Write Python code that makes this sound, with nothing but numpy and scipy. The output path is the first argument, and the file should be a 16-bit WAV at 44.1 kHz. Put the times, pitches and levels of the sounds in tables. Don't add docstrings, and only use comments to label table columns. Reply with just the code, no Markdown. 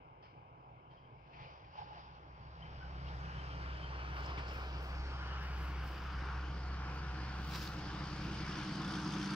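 import sys
import numpy as np
from scipy import signal
from scipy.fft import rfft, irfft, next_fast_len
from scipy.io import wavfile
from scipy.ndimage import uniform_filter1d, map_coordinates

SR = 44100
rng = np.random.default_rng(int(sys.argv[2]) if len(sys.argv) > 2 else 0)


def int16_out(signal):
    q = np.round(np.clip(np.atleast_2d(signal).T, -1, 1) * 32767)
    wavfile.write(sys.argv[1], SR, q.astype(np.int16))


N = 412335
T = np.arange(N) / SR

# frequency_hz, relative_density_db
AMBIENT_SPECTRUM = [(45, -18), (85, 2), (125, 9.5), (190, -7), (240, -3.5), (400, -1), (600, -1),
                    (850, 3.5), (1050, 1.5), (1400, -7.5), (1850, -39), (2400, -23.5), (4000, -42.5),
                    (5200, -31), (6000, -44)]
FOLIAGE_SPECTRUM = [(1200, -22.5), (1600, 5), (1860, -10), (2150, 4.5), (2450, 0), (2650, 0.5), (3100, -5),
                    (3400, -14.5), (4100, -18.5)]
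LEAF_SPECTRUM = [(1500, -3), (3800, -0.5), (5200, 5.5), (6200, -8.5), (7500, -13), (11000, -37),
                 (14500, -25), (16000, -17)]
STEM_SPECTRUM = [(600, -16), (950, -3), (1300, 0), (1800, -6), (2800, -27), (4000, -15)]
WHISK_SPECTRUM = [(4000, -24), (7000, -1), (9000, -3.5), (11000, -2.5), (13000, -0.5), (14500, 5.5),
                  (16000, -0.5)]
LITTER_SPECTRUM = [(200, -17), (500, 2), (850, 7), (1200, 5.5), (1850, -4), (2400, -3.5), (3050, -3.5),
                   (4000, -12.5), (5000, -6), (5700, -17.5), (6800, -39), (10000, -63)]
GRIT_SPECTRUM = [(1200, -11), (1800, 2), (2350, 9), (3000, 0), (3900, -8.5), (5000, -9), (6000, -32)]
THUD_SPECTRUM = [(40, -17.5), (65, 0), (130, -4), (200, -13.5)]
# peak_s, pitch_hz, level_db, half_length_s
PEEPS = [(0.917, 3170, -72, .012), (0.982, 3170, -70, 0.014), (1.05, 3130, -73, .015),
         (2.63, 3080, -53.5, 0.0085), (2.814, 1500, -56, .006), (2.831, 1505, -52.5, .008),
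         (2.852, 1500, -61, .008), (3.073, 2810, -57.5, 0.008), (3.395, 3085, -56, 0.012),
         (3.524, 3150, -63, 0.013), (3.843, 3100, -52.5, 0.013)]
# peak_s, level_db, rise_s, fall_s
LEAF_BRUSHES = [(4.245, -60, 0.035, 0.034), (4.39, -59.5, .015, 0.024), (4.483, -59, 0.01, 0.097),
                (7.55, -46.5, 0.031, 0.044), (7.628, -50.5, 0.033, 0.057)]
LEAF_WHISKS = [(4.17, -79, 0.074, 0.2), (4.54, -73, 0.03, .14), (4.83, -73, 0.03, 0.1),
               (5.43, -77, 0.03, .1), (5.63, -71.5, 0.12, 0.13), (5.87, -70.5, 0.056, 0.16),
               (6.2, -90, 0.06, .07), (6.95, -77, .01, 0.023), (7.555, -59.5, 0.059, 0.06),
               (7.635, -61, 0.044, 0.058), (8.23, -80, 0.017, 0.053)]
STEM_RUBS = [(4.395, -53, 0.022, 0.028), (7.555, -49, 0.029, .022)]
LITTER_CRUNCHES = [(.23, -60, 0.0046, 0.072), (.912, -69.5, 0.008, 0.2), (1.345, -68, 0.022, 0.065),
                   (1.43, -57.5, 0.1, 0.28), (1.785, -54, 0.039, 0.093), (1.98, -55, 0.11, 0.11),
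                   (2.15, -63, 0.054, 0.063), (2.68, -58.5, 0.3, 0.87), (3.09, -52.5, 0.062, 0.046),
                   (4.175, -52, 0.017, 0.1), (4.29, -51, 0.023, 0.062), (4.39, -50, 0.014, 0.041)]
GRIT_SCUFFS = [(1.338, -59.5, 0.0088, .04), (1.445, -60, 0.078, .06), (1.645, -64, 0.0072, .012),
               (1.78, -61, .008, 0.015)]
DULL_THUDS = [(1.42, -53.5, 0.048, .08), (1.8, -54, 0.061, 0.066), (2.41, -50.5, .02, 0.023),
              (4.27, -45, 0.037, 0.043)]
HOLLOW_SCRAPES = [(1.41, -54.5, 0.047, 0.031), (1.92, -53.5, 0.15, 0.16)]
# peak_s, level_db, fall_s
LEAF_FLICKS = [(4.205, -57, .005), (4.262, -57, .006), (4.302, -56, .005), (7.511, -53.5, .006),
               (7.558, -48, 0.013), (7.616, -51, 0.007), (7.675, -48, 0.0056), (7.788, -54, .007)]
LITTER_SNAPS = [(4.167, -51, .014), (4.377, -48.5, .02)]
# pitch_hz, relative_db, t60_s
HOLLOW_MODES = [(600, -9, .03), (720, -6, .04), (838, -3.5, .05), (970, -5, .035), (1110, -5, .035)]
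# start_s, level_db
KNOCKS = [(1.753, -44), (1.761, -49.5), (1.777, -45), (1.968, -49)]
# peak_s, level_db, half_length_s
YAPS = [(1.794, -41, .0105), (1.821, -40, .007)]

# frequency_hz, relative_density_db
RATTLE_SPECTRUM = [(1400, -30), (1900, -2.5), (2250, 2.5), (2550, 1), (3000, 3), (3500, -5.5),
                   (4100, -14.5), (6000, -17)]
FIZZ_SPECTRUM = [(2800, -13.5), (3700, -3.5), (4150, -2.5), (4750, 3), (5400, -2), (6200, -12.5),
                 (7100, -19), (9500, -30), (11500, -33), (14000, -38), (16000, -51)]
TAPPET_SPECTRUM = [(2000, -20), (3000, 6), (3600, 10.5), (4300, -22.5), (5200, 0), (6200, 5.5), (7000, -12),
                   (9500, -10), (11500, -25), (15000, -26)]
ROLLING_SPECTRUM = [(150, -41), (250, -3.5), (450, -2), (640, -3.5), (780, 1), (950, -14.5), (1400, -34.5)]
TREAD_SPECTRUM = [(500, -30), (700, -28), (850, -3.5), (1200, -0.5), (1430, 0), (1700, -4), (1950, -11),
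                  (2600, -18.5)]
BLOCK_SPECTRUM = [(100, -37), (135, -12), (153, 1.5), (170, 2.5), (190, -7.5), (215, -6), (245, -6.5),
                  (280, -6.5), (308, 0), (330, -2), (365, -10), (450, -21.5), (700, -56)]
PIPE_SPECTRUM = [(20, -23.5), (29, -17.5), (34, -4.5), (40, -17.5), (56, 1), (80, -5), (95, -7),
                 (120, -3.5), (160, -4.5), (182, -16.5), (225, -37), (400, -41.5)]
# pitch_hz, level_db, peak_s, half_length_s
GEAR_WHINES = [(743, -61.5, 7.05, .7), (750, -63, 8.7, .6), (1380, -63.5, 6.1, 1.2),
               (1421, -59.5, 5.27, .17), (1421, -65.5, 6.8, 1.5), (1572, -66.5, 6.1, .9),
               (1556, -65, 9.1, .4), (1742, -70, 7.05, .4), (2205, -73, 6.1, .9), (2261, -70.5, 5.8, .28),
               (2275, -75, 6.9, .5), (2230, -70, 8.55, .45), (2702, -67.5, 9.3, .45), (3365, -73, 9.2, .4)]
# time_s, rattle_db, fizz_db
CLATTER_LEVELS = [(3.2, -61.5, -67.5), (4.0, -56.5, -67), (5.1, -56.5, -63), (5.75, -56.5, -65.5),
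                  (6.8, -60, -64), (7.4, -57.5, -60.5), (8.7, -55.5, -55.5), (9.35, -54, -55)]
# time_s, rolling_db, tread_db
TYRE_LEVELS = [(3.2, -57, -53.5), (4.3, -54, -50.5), (4.8, -54, -54), (5.35, -54.5, -51.5),
               (7.0, -55.5, -52), (8.3, -54.5, -50.5), (9.35, -55, -48.5)]
# time_s, relative_db
PUTT_LEVELS = [(2.3, -71), (2.9, -54.5), (3.55, -55.5), (4.2, -58), (6.0, -60.5), (6.8, -53.5),
               (8.2, -53.5), (9.35, -58)]
BOOM_LEVELS = [(0.0, -77.5), (1.95, -65.5), (3.1, -46), (5.1, -41), (6.6, -41), (7.5, -44), (8.5, -48.5),
               (8.7, -71), (8.9, -52), (9.35, -53)]
RUMBLE_LEVELS = [(0.0, -67.5), (1.1, -70), (2.2, -63.5), (3.05, -53.5), (5.85, -53.5), (6.4, -53),
                 (7.6, -54), (8.2, -51), (9.35, -57)]
# firing_multiple, relative_db, growth_db_per_nearness_db, wander_rad
PIPE_ORDERS = [(.535, -13, 0, 1.1), (1.75, -12, 0, .9), (2.5, -9, 0, .7)]
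BLOCK_ORDERS = [(2.167, -10, -.1, 1.2), (2.333, -5, -.2, 1), (2.833, -7.5, .1, .7), (3, 1.8, .55, .35),
                (3.27, -10.5, .3, 1.8), (4.5, -9, .2, 1), (4.667, -2.8, .45, 1.1)]

# frequency_hz, correlation
COHERENCE = [(130, 1), (290, .97), (450, .86), (720, .62), (1150, .88), (1600, .8), (2200, .6), (3000, .68),
             (5000, .55), (7000, .35), (15000, .2)]
# time_s, left_lag_samples
BEARING_LAG = [(0, 20), (1.7, 16.5), (3.2, 14), (4.5, 10), (5.7, 2), (6.8, -3), (8, -2), (9.35, -.5)]
# frequency_hz, left_minus_right_db
BALANCE = [(450, -0.5), (720, -3), (1200, 1), (1700, 1.5), (2100, 3.5), (3300, 5.5), (4200, 4), (5100, -3),
           (6200, 1.5), (9000, 1.5), (12500, 0), (15000, -5)]

FIRING_HZ, DRIFT_HZ = 65.5, 0.4038
SPEED_M_PER_S, PASS_S, ROAD_M = 3.02, 9.66, 3.06
EMERGES_S, CLEAR_S = 2.43, 3.2
AUDIBLE_S, FADE_IN_S = 2.45, 1.4
BLOCK_COVER_DB, TYRE_COVER_DB, CLATTER_COVER_DB = 13.5, 12, 18
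BLOCK_DB, BLOCK_GROWTH = -41.5, 1.464
TAPPET_DB, TAPPET_GROWTH = -54.5, 1.98
NOTCH_HZ, NOTCH_WIDTH_HZ, NOTCH_DEPTH = 630, 110, 0.34
NOTCH_START_S, NOTCH_DEEPENS_S = 4.5, 1.4
PEEP_WAVER_HZ, WHINE_WANDER_HZ = 2400, 2600
YAP_HZ = 835


def amp(db):
    return 10 ** (np.asarray(db) / 20)


def unit(x):
    return x / np.sqrt(np.mean(x ** 2) + 1e-20)


def along(points, hz):
    frequencies, values = np.transpose(points)
    return np.interp(np.log(hz + 1), np.log(frequencies + 1), values)


def curves(rows):
    times, *columns = np.transpose(rows)
    return [np.interp(T, times, column) for column in columns]


def wobble(rate_hz):
    knots = rng.standard_normal(int(N * rate_hz / SR) + 4)
    coarse = T[::64]
    return np.interp(T, coarse, map_coordinates(knots, [coarse * rate_hz]))


def filtered(x, response):
    size = next_fast_len(N + SR // 4)
    return irfft(rfft(x, size) * response(np.fft.rfftfreq(size, 1 / SR)), size)[..., :N]


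def coloured(x, spectrum):
    closed = [(spectrum[0][0] / 2, -90), *spectrum, (spectrum[-1][0] * 2, -90)]
    return unit(filtered(x, lambda hz: amp(along(closed, hz))))


def rush(spectrum, patchy_db):
    bins = signal.stft(rng.standard_normal((2, N)), nperseg=512)[2]
    patches = uniform_filter1d(rng.standard_normal(bins.shape[1:]), size=6, axis=0)
    patches = uniform_filter1d(patches, size=14, axis=1)
    correlation = along(COHERENCE, np.linspace(0, SR / 2, len(patches)))
    angle = np.arccos(np.clip(correlation, -1, 1)) / 2
    bins = bins * amp(patchy_db * unit(patches)) * np.array([np.cos(angle), np.sin(angle)])[..., None]
    mid, side = signal.istft(bins, nperseg=512)[1][:, :N]
    return coloured(np.array([mid + side, mid - side]), spectrum)


def bell(x, centre, half_width):
    return np.exp(-((x - centre) / half_width) ** 2)


def swells(rows):
    power = sum(amp(db) ** 2 * np.exp(-2 * np.abs((T - s) / np.where(T < s, rise, fall)) ** 0.97)
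                for s, db, rise, fall in rows)
    return np.sqrt(power)


def strikes(rows, attack_s=.0007):
    return sum(amp(db) * np.exp(-np.minimum(np.abs(T - s) / np.where(T < s, attack_s, fall), 20))
               for s, db, fall in rows)


def echoed(x, tail_db, t60_s):
    t = np.arange(SR // 2) / SR
    tail = rng.standard_normal(len(t)) * amp(-60 * t / t60_s)
    return x + amp(tail_db) * signal.fftconvolve(x, tail / np.linalg.norm(tail))[:N]


def outdoors():
    return amp(-59.0 + 0.55 * wobble(3.5)) * rush(AMBIENT_SPECTRUM, patchy_db=1.65)


def bird():
    waver = wobble(160)
    peeps = np.zeros(N)
    for s, hz, db, half in PEEPS:
        near = np.abs(T - s) < .1
        phase = 2 * np.pi * hz * T[near] + waver[near] * hz / PEEP_WAVER_HZ
        overtone = amp(-8) * (hz < 2000) * np.sin(2 * phase)
        peeps[near] += amp(db) * bell(T[near], s, half) * (np.sin(phase) + overtone)
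    return echoed(peeps, tail_db=-4, t60_s=0.3)


def rustles():
    grain = lambda depth_db: unit(amp(depth_db * wobble(300)))
    contacts = np.hypot(swells(LEAF_BRUSHES), strikes(LEAF_FLICKS))
    brushes = contacts * grain(1.4) * rush(LEAF_SPECTRUM, patchy_db=2)
    rubs = swells(STEM_RUBS) * grain(1.5) * rush(STEM_SPECTRUM, patchy_db=-1.0)
    whisks = swells(LEAF_WHISKS) * grain(1.0) * rush(WHISK_SPECTRUM, patchy_db=1.5)
    whisper = amp(-71.5 + 0.4 * wobble(9.5)) * rush(FOLIAGE_SPECTRUM, patchy_db=1.4)
    return brushes + rubs + whisks + whisper * amp([[0], [-22]])


def crunches():
    litter = swells(LITTER_CRUNCHES) * amp(1.1 * wobble(300)) * rush(LITTER_SPECTRUM, patchy_db=-1.5)
    thuds = swells(DULL_THUDS) * rush(THUD_SPECTRUM, patchy_db=1.5)
    resonance = [(600, -26), (770, -15), (840, 3), (910, -15), (1250, -19)]
    scrapes = swells(HOLLOW_SCRAPES) * rush(resonance, patchy_db=0.5)
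    grit = np.hypot(strikes(LITTER_SNAPS), swells(GRIT_SCUFFS)) * rush(GRIT_SPECTRUM, patchy_db=2.5)
    return litter + grit + thuds + scrapes


def knocks_and_yaps():
    rings, t = np.zeros(N), np.arange(SR // 4) / SR
    hz, mode_db, t60 = np.transpose(HOLLOW_MODES)[..., None]
    attack = 1 - bell(t, 0, .0008)
    for s, db in KNOCKS:
        strength, detune, phase = rng.standard_normal((3, len(HOLLOW_MODES), 1))
        decay = amp(mode_db + 1.5 * strength - 60 * t / t60)
        modes = decay * np.sin(2 * np.pi * (hz * (1 + .015 * detune) * t + phase))
        rings[round(s * SR):][:len(t)] += amp(db) * attack * modes.sum(axis=0)
    yap_gain = sum(amp(db) * bell(T, s, half) for s, db, half in YAPS)
    tone = amp(1.5 * wobble(250)) * np.sin(2 * np.pi * YAP_HZ * T + .45 * wobble(170))
    rasp_spectrum = [(560, -14), (720, 0), (950, 0), (1200, -6), (1400, -22)]
    rasp = amp(-6.5) * rush(rasp_spectrum, patchy_db=0) / np.sqrt(2)
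    return echoed(rings + yap_gain * tone, tail_db=-9.5, t60_s=.8) + yap_gain * rasp


def nearness_db():
    return 20 * np.log10(ROAD_M / np.hypot(ROAD_M, SPEED_M_PER_S * (PASS_S - T)))


def shadow():
    return np.clip((CLEAR_S - T) / (CLEAR_S - EMERGES_S), 0, 1)


def arrival(cover_db):
    return np.clip(1 + (T - AUDIBLE_S) / FADE_IN_S, 0, 1) * amp(-cover_db * shadow())


def from_road(pair):
    lag, = curves(BEARING_LAG)
    return np.array([map_coordinates(x, [np.arange(N) - sign * lag / 2], order=3, mode="nearest")
                     for x, sign in zip(pair, (1, -1))])


def whines():
    tones = np.zeros(N)
    for hz, db, s, half in GEAR_WHINES:
        flutter_db = 1.8 * wobble(16)
        wander = hz / WHINE_WANDER_HZ * wobble(35) + .8 * wobble(8)
        tones += amp(db + flutter_db) * bell(T, s, half) * np.sin(2 * np.pi * hz * T + wander)
    return tones


def firing_strengths(cycles, spread_db):
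    return amp(spread_db * rng.standard_normal(int(cycles[-1]) + 1))[cycles.astype(int)]


def tappets(cycles):
    ticks = unit(firing_strengths(cycles, spread_db=2.1) * np.exp(-(cycles % 1) / .7))
    gain = amp(TAPPET_DB + TAPPET_GROWTH * nearness_db()) * arrival(CLATTER_COVER_DB)
    return gain * ticks * rush(TAPPET_SPECTRUM, patchy_db=3)


def clatter(cycles):
    rattle_db, fizz_db = curves(CLATTER_LEVELS)
    depth_db = .3 + 1.03 * amp(nearness_db())
    pulse_db = depth_db * (np.cos(2 * np.pi * cycles) + 0.97 * wobble(130))
    rattle_gain = amp(rattle_db - 0.96 + 0.23 * pulse_db + 0.88 * wobble(4.4))
    rattle = rattle_gain * rush(RATTLE_SPECTRUM, patchy_db=1.5)
    fizz = amp(fizz_db + 1.0 + pulse_db) * rush(FIZZ_SPECTRUM, patchy_db=1.37)
    return arrival(CLATTER_COVER_DB) * (rattle + fizz)


def tyres(cycles):
    rolling_db, tread_db = curves(TYRE_LEVELS)
    rolling = amp(rolling_db - 0.94 + 0.58 * wobble(6.9)) * rush(ROLLING_SPECTRUM, patchy_db=0.5)
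    depth = NOTCH_DEPTH * np.clip((T - NOTCH_START_S) / NOTCH_DEEPENS_S, 0, 1)
    rolling -= depth * filtered(rolling, lambda hz: bell(hz, NOTCH_HZ, NOTCH_WIDTH_HZ))
    buzz_db = .65 * np.cos(2 * np.pi * cycles)
    tread = amp(tread_db + 0.9 + buzz_db + 0.95 * wobble(6.3)) * rush(TREAD_SPECTRUM, patchy_db=1.1)
    return arrival(TYRE_COVER_DB) * (rolling + tread)


def firings(cycles, uneven, jitter):
    onsets = np.flatnonzero(np.diff(np.floor(cycles)))
    cylinder = np.array([1, -.7, .2, .9, -1, -.4])[np.arange(len(onsets)) % 6]
    pulses = np.zeros(N)
    pulses[onsets] = uneven * cylinder + jitter * rng.standard_normal(len(onsets))
    return unit(pulses)


def orders(cycles, table, flutter_db):
    near_db = nearness_db()
    return sum(amp(db + growth * near_db + flutter_db * wobble(5.7))
               * np.sin(2 * np.pi * multiple * cycles + wander * wobble(7))
               for multiple, db, growth, wander in table)


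def putts(cycles):
    putt_db, = curves(PUTT_LEVELS)
    phase = cycles % 1
    strength = firing_strengths(cycles, spread_db=2.2)
    puff = (1 - np.exp(-phase / .1)) * np.exp(-phase / .6) * np.sin(4 * np.pi * phase)
    chug_db = 2 * wobble(9)
    return amp(putt_db) * unit(amp(chug_db) * strength * puff)


def engine(cycles):
    boom_db, = curves(BOOM_LEVELS)
    boom_gain = amp(boom_db - 1.1 + 1.1 * wobble(7))
    boom = boom_gain * np.sqrt(2) * np.sin(2 * np.pi * cycles + 0.16 * wobble(9.9))
    pipe_lope = coloured(firings(cycles, uneven=0.54, jitter=0.65), PIPE_SPECTRUM)
    pipe = unit(pipe_lope + rush(PIPE_SPECTRUM, patchy_db=0))
    block_lope = coloured(firings(cycles, uneven=0.4, jitter=0.65), BLOCK_SPECTRUM)
    block = unit(block_lope + 0.61 * rush(BLOCK_SPECTRUM, patchy_db=1.5))
    rumble_db, = curves(RUMBLE_LEVELS)
    rumble = amp(rumble_db + 3.5) * (orders(cycles, PIPE_ORDERS, flutter_db=3.0) + .78 * pipe)
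    block_db = BLOCK_DB + BLOCK_GROWTH * nearness_db() - BLOCK_COVER_DB * shadow()
    drone = amp(block_db) * (orders(cycles, BLOCK_ORDERS, flutter_db=1.5) + 0.74 * block)
    return boom + putts(cycles) + rumble + drone


def scene():
    cycles = np.cumsum(FIRING_HZ + DRIFT_HZ * wobble(2.5)) / SR
    vehicle = engine(cycles) + whines() + tyres(cycles) + clatter(cycles) + tappets(cycles)
    return from_road(vehicle + crunches() + knocks_and_yaps() + outdoors()) + rustles() + bird()


def record(dry, top_hz=15750):
    balance = [(300, 0), *BALANCE]
    fade = np.clip(np.minimum(T, T[-1] - T) / .004, 0, 1)
    return filtered(dry * fade, lambda hz: amp(np.outer([1, -1], along(balance, hz)) / 2) * (hz < top_hz))


dry = scene()
out = record(dry)
int16_out(out)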